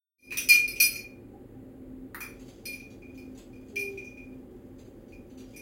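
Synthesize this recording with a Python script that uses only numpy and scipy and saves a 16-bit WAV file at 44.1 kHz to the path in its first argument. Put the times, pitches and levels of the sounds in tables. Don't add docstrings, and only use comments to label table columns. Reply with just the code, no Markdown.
import sys
import numpy as np
from scipy import signal
from scipy.fft import rfft, irfft, next_fast_len
from scipy.io import wavfile

SR = 44100
rng = np.random.default_rng(int(sys.argv[2]) if len(sys.argv) > 2 else 0)


def to_wav(s):
    ch = np.atleast_2d(s).T
    pcm = np.round(np.clip(ch, -1, 1) * 32767)
    wavfile.write(sys.argv[1], SR, pcm.astype(np.int16))


N = 247401
T = np.arange(SR // 2) / SR

# t/s, strength/dB, hardness as tilt/(dB per octave), grip 0-1, place (-1 shoulder, 1 rim)
CLAPPER_BLOWS = [(.182, -37.5, 2, .25, -0.23), (.307, -36, -9, 0.99, 0), (.322, -34.5, -5, 0.9, -0.3),
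                 (.372, -35, 6.5, 1, -0.61), (.488, -15.5, 1.5, 0.3, 0.33), (.524, -16, -3.5, .4, -0.3),
                 (.678, -37, 4, 0.5, 0.52), (.760, -42, -1.5, 0.98, -0.75), (.801, -19.5, 5, 0.18, 0.054),
                 (.812, -31, 5, 0.3, .2), (.930, -48, 5.5, 0.5, -1.3), (.957, -37.5, 0.5, 0.38, 0.3),
                 (1.050, -57.5, -10.5, 0.36, .5), (2.206, -40, 2, 0.8, -0.038),
                 (2.655, -37.5, 3.5, 0.29, 0.37), (2.730, -40.5, -2, .3, -0.35),
                 (2.798, -50, -3, 0.6, -0.2), (3.02, -52.5, -13, .8, 0.08), (3.176, -54, -1, 0.82, 0.73),
                 (3.530, -59.5, -6, 0.74, 0.23), (3.758, -29, -5, 0.5, -0.45),
                 (3.793, -41.5, 3, 0.3, -0.13), (3.975, -40.5, -10, .4, -1.05),
                 (4.045, -48, -7.5, 0.6, -1.4), (4.172, -47.5, -12, 0.41, -.8),
                 (5.122, -55.5, -4.5, 0.7, 0.064), (5.528, -53, -23, .3, 0.075),
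                 (5.562, -50.5, 5, 0.63, -0.76)]
# f/Hz, level/dB, t60/s
STRIKE_NOTE = [(2396, -3.5, .06), (2424, 0, .18)]
LOW_MODES = [(1357, -28, .33), (4338, -1, .15), (5005, 1, .17)]
MID_MODES = [(5500, -6, .17), (5803, 0, .13), (6045, -3, .14), (6260, -9, .07), (6790, -11, .03)]
TOP_MODES = [(7850, -13, .16), (8522, -21, .08), (9160, -5, .05), (9250, -1.5, .09), (9650, -15, .04),
             (10563, 0, .16), (11640, -8, .09), (11900, -13, .04), (12503, 1, .12), (12660, -11, .05),
             (13100, -11, .05), (13931, -9, .05), (14006, -2, .12), (14720, -20, .04), (15400, -18, .03)]
# hanging free/dB, added by full grip/dB, added at the rim/dB
OVERTONE_BALANCE = [(-9.5, -8.5, 8.5), (-19.5, 4.5, -8.5), (-12.5, -1, 0.5)]
# t/s, strength/dB
CLAW_STROKES = [(2.395, -47), (2.48, -45.5), (2.902, -49.5), (3.145, -53.5), (3.348, -51), (3.375, -42.5),
                (3.682, -52), (3.902, -51), (4.784, -49), (4.849, -55), (5.081, -56.5), (5.298, -53.5),
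                (5.374, -46), (5.394, -47), (5.486, -64)]
# f/Hz, level/dB, t60/s
LINK_MODES = [(4840, -4.5, 0.08), (6295, 3, .04), (7220, 0, .04), (7960, -9.5, .03)]
# t/s, level/dB
CHAIN_MOTION = [(2.3, -71), (2.66, -64.5), (2.97, -75), (3.49, -76), (3.97, -70), (4.12, -72.5),
                (4.41, -80), (5.36, -81.5), (5.49, -67), (5.61, -67)]
# t/s, strength/dB, snap
# against the knock/dB
CLACKS = [(.322, -49, -3), (2.146, -41, -3.5), (2.205, -47, 2)]
# f/Hz, relative density/dB
CRACK_SPECTRUM = [(300, -46.5), (900, -25), (1500, -13), (2400, 11), (3600, -4.5), (5800, 4.5),
                  (7500, -5.5), (10000, -3.5), (13500, -4), (16000, -4.5)]
CLAW_SPECTRUM = [(500, 1.5), (1500, -1.5), (2500, 4.5), (3400, 5), (4100, 2.5), (4700, 6.5), (5400, -14.5),
                 (6200, 3), (7200, 1), (8600, -7.5), (10500, -2.5), (12500, -10), (15500, -5.5)]
CHAIN_SPECTRUM = [(1500, -10.5), (3400, 3), (4100, -10.5), (4750, 4.5), (5500, -9), (6200, 0), (7100, -1),
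                  (8600, -12.5), (11000, -9.5), (15000, -15.5)]
WOOD_SPECTRUM = [(400, -34), (720, -15), (950, 0), (1300, 3), (1600, 0.5), (1950, 1), (2300, -15.5),
                 (4000, -22), (8000, -37), (12000, -44)]
SNAP_SPECTRUM = [(3000, -28), (8300, -17.5), (9600, 0.5), (11500, -3.5), (13700, 4), (16000, 0)]
AIR_SPECTRUM = [(13, -44.5), (22, -13), (108, -7.5), (146, -19), (257, -4.5), (285, -6.5), (354, -15.5),
                (391, -15.5), (584, -25), (1200, -47), (1560, -72.5), (2640, -120)]
HISS_SPECTRUM = [(530, -27), (900, -1.5), (1920, -5), (3130, -13.5), (4820, -19.5), (5630, -25.5),
                 (6990, -17.5), (8780, -19.5), (9660, -17.5), (14900, -16), (15800, -10.5)]
# f/Hz, width/Hz, level/dB
DUCT_RESONANCES = [(40.8, 10, -57.5), (122, 22, -59.5), (219, 43, -61.5), (259.27, 4, -51.5),
                   (343.5, 30, -58.5), (367, 32, -58), (449, 64, -60.5), (543.4, 84, -62), (783, 87, -70.5)]
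# f/Hz, t60/s
ROOM_DECAY = [(200, 0.19), (1400, 0.44), (2400, 0.37), (6000, 0.3), (10000, 0.25), (16000, 0.26)]


def bell(crack_db=-18, crack_grip_db=14, crack_octaves=1.1):
    out = np.zeros(N)
    for s, db, hardness, grip, place in CLAPPER_BLOWS:
        path = room_path(direct_db=-8)
        rattle = signal.fftconvolve(path, chatter())
        add(out, s, amp(db) * ring(STRIKE_NOTE, grip, path, swell_cycles=8))
        groups = zip((LOW_MODES, MID_MODES, TOP_MODES), OVERTONE_BALANCE, (path, rattle, rattle))
        for modes, (free_db, grip_db, rim_db), drive in groups:
            group_db = free_db + grip_db * grip + rim_db * place + hardness * octaves_up(modes)
            add(out, s, amp(db + group_db) * ring(modes, grip, drive))
        crack = at_mic(struck(burst(t60=.0078), CRACK_SPECTRUM), rattle)
        add(out, s, amp(db + crack_db + crack_grip_db * grip + hardness * crack_octaves) * crack)
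    return out


def ring(modes, grip, path, swell_cycles=3.5, grip_damping=1.4, grip_sharpening=.018):
    hz, db, t60 = np.transpose(modes)[:, :, None]
    size = amp(db + rng.standard_normal(hz.shape))
    swell = 1 - np.exp(-T * hz / swell_cycles)
    fade = amp(-60 * T * np.exp(grip_damping * grip) / t60)
    partials = swell * fade * np.sin(2 * np.pi * hz * (1 + grip_sharpening * grip ** 2) * T)
    sign = rng.choice([-1, 1], hz.shape)
    return unit_hit(np.sum(sign * size * at_mic(partials, path), axis=0))


def chatter(gap_s=.007, bounce_db=-4, rebounds=6):
    delays = np.cumsum(gap_s * rng.uniform(.5, 1.5, rebounds))
    samples = np.round(np.r_[0, delays] * SR).astype(int)
    return np.bincount(samples, amp(bounce_db * np.arange(rebounds + 1)))


def octaves_up(modes):
    hz, db, _ = np.transpose(modes)
    return np.average(np.log2(hz / STRIKE_NOTE[-1][0]), weights=amp(db))


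def claws(grit_db=-14, clink_db=-19.5, rise_s=.0092, size_spread=.0703):
    out = np.zeros(N)
    for s, db in CLAW_STROKES:
        path = room_path()
        grit = burst(t60=.06) * rng.exponential(1, len(T)) * (1 - np.exp(-T / rise_s))
        add(out, s, amp(db + grit_db) * at_mic(struck(grit, CLAW_SPECTRUM), path))
        link = np.array(LINK_MODES) * [np.exp(size_spread * rng.standard_normal()), 1, 1]
        rattle = signal.fftconvolve(path, chatter())
        add(out, s, amp(db + clink_db) * ring(link, grip=0, path=rattle))
    return out


def chain(contacts_per_s=260):
    contacts = (rng.random(N) < contacts_per_s / SR) * rng.standard_normal(N)
    in_room = signal.fftconvolve(contacts, room_path())[:N]
    level_db = np.interp(np.arange(N) / SR, *np.transpose(CHAIN_MOTION), left=-120, right=-120)
    return amp(level_db) * unit(coloured(in_room, CHAIN_SPECTRUM))


def knocks():
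    out = np.zeros(N)
    for s, db, snap_db in CLACKS:
        path = room_path()
        add(out, s, amp(db) * at_mic(struck(burst(t60=.003), WOOD_SPECTRUM), path))
        add(out, s, amp(db + snap_db) * at_mic(struck(burst(t60=.02), SNAP_SPECTRUM), path))
    return out


def hoot(start_s=3.705, length_s=.37, pitch_hz=406.5, sag_hz_per_s=60, gain_db=-36, fade_db_per_s=-16):
    out = np.zeros(N)
    phase = 2 * np.pi * np.cumsum(pitch_hz - sag_hz_per_s * T) / SR
    tone = np.sqrt(2) * (np.sin(phase) + amp(-28) * np.sin(2 * phase))
    swell = np.sin(np.pi * np.minimum(T / length_s, 1)) * amp(gain_db + fade_db_per_s * T)
    add(out, start_s, swell * tone)
    return out


def squeak(start_s=1.335, length_s=.02, pitch_hz=790, gain_db=-57):
    out = np.zeros(N)
    tone = np.sin(2 * np.pi * pitch_hz * T) * np.sin(np.pi * np.minimum(T / length_s, 1))
    add(out, start_s, amp(gain_db) * at_mic(tone, room_path(direct_db=-5)))
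    return out


def ventilation(air_db=-50):
    out = amp(air_db) * unit(coloured(rng.standard_normal(N), AIR_SPECTRUM))
    for centre, width, db in DUCT_RESONANCES:
        hum = filtered(rng.standard_normal(N), lambda hz: 1 / (1 + ((hz - centre) / width * 2) ** 2))
        out += amp(db) * unit(hum)
    return out


def hiss(level_db=-67):
    return amp(level_db) * unit(coloured(rng.standard_normal(N), HISS_SPECTRUM))


def room_path(direct_db=-7):
    hz, t, noise = signal.stft(rng.standard_normal(len(T)), SR, nperseg=256)
    decay = amp(-60 * t / along(ROOM_DECAY, hz)[:, None])
    tail = signal.istft(noise * decay, SR, nperseg=256)[1][:len(T)]
    return tail / np.linalg.norm(tail) + amp(direct_db) * (T == 0)


def at_mic(x, path):
    return unit_hit(irfft(rfft(x) * rfft(path, len(T)), len(T)))


def struck(x, spectrum):
    log_gain = np.log(amp(along(spectrum, np.fft.rfftfreq(len(T), 1 / SR))))
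    cepstrum = irfft(log_gain, len(T))
    cepstrum[1:] *= 2 * (T[1:] < T[-1] / 2)
    return irfft(rfft(x) * np.exp(rfft(cepstrum)), len(T))


def burst(t60):
    return rng.standard_normal(len(T)) * amp(-60 * T / t60)


def amp(db):
    return 10 ** (np.asarray(db) / 20)


def unit(x):
    return x / np.sqrt(np.mean(x ** 2) + 1e-20)


def unit_hit(x):
    return x / np.sqrt(np.sum(x ** 2, axis=-1, keepdims=True) / (SR / 20) + 1e-20)


def along(points, hz):
    f, value = np.transpose(points)
    return np.interp(np.log(hz + 1), np.log(f + 1), value)


def filtered(x, response):
    size = next_fast_len(len(x) + 8192)
    return irfft(rfft(x, size) * response(np.fft.rfftfreq(size, 1 / SR)), size)[:len(x)]


def coloured(x, spectrum):
    return filtered(x, lambda hz: amp(along(spectrum, hz)))


def add(track, s, x):
    start = round(s * SR)
    track[start:start + len(x)] += x[:N - start]


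def scene():
    noise_floor = hiss()
    return (bell() + claws() + chain() + knocks() + hoot() + squeak() + ventilation() + noise_floor)[None]


def record(dry):
    low_cut_hz, top_hz = 27, 15900
    fade_db = np.interp(np.arange(N) / SR, [.17, .185, .22, .26, .31, .4], [-120, -42.5, -26, -11.5, -2.5, -1])
    faded = dry[0] * amp(fade_db)
    return filtered(faded, lambda hz: (hz < top_hz) * hz ** 4 / (hz ** 4 + low_cut_hz ** 4))[None]


dry = scene()
out = record(dry)
to_wav(out)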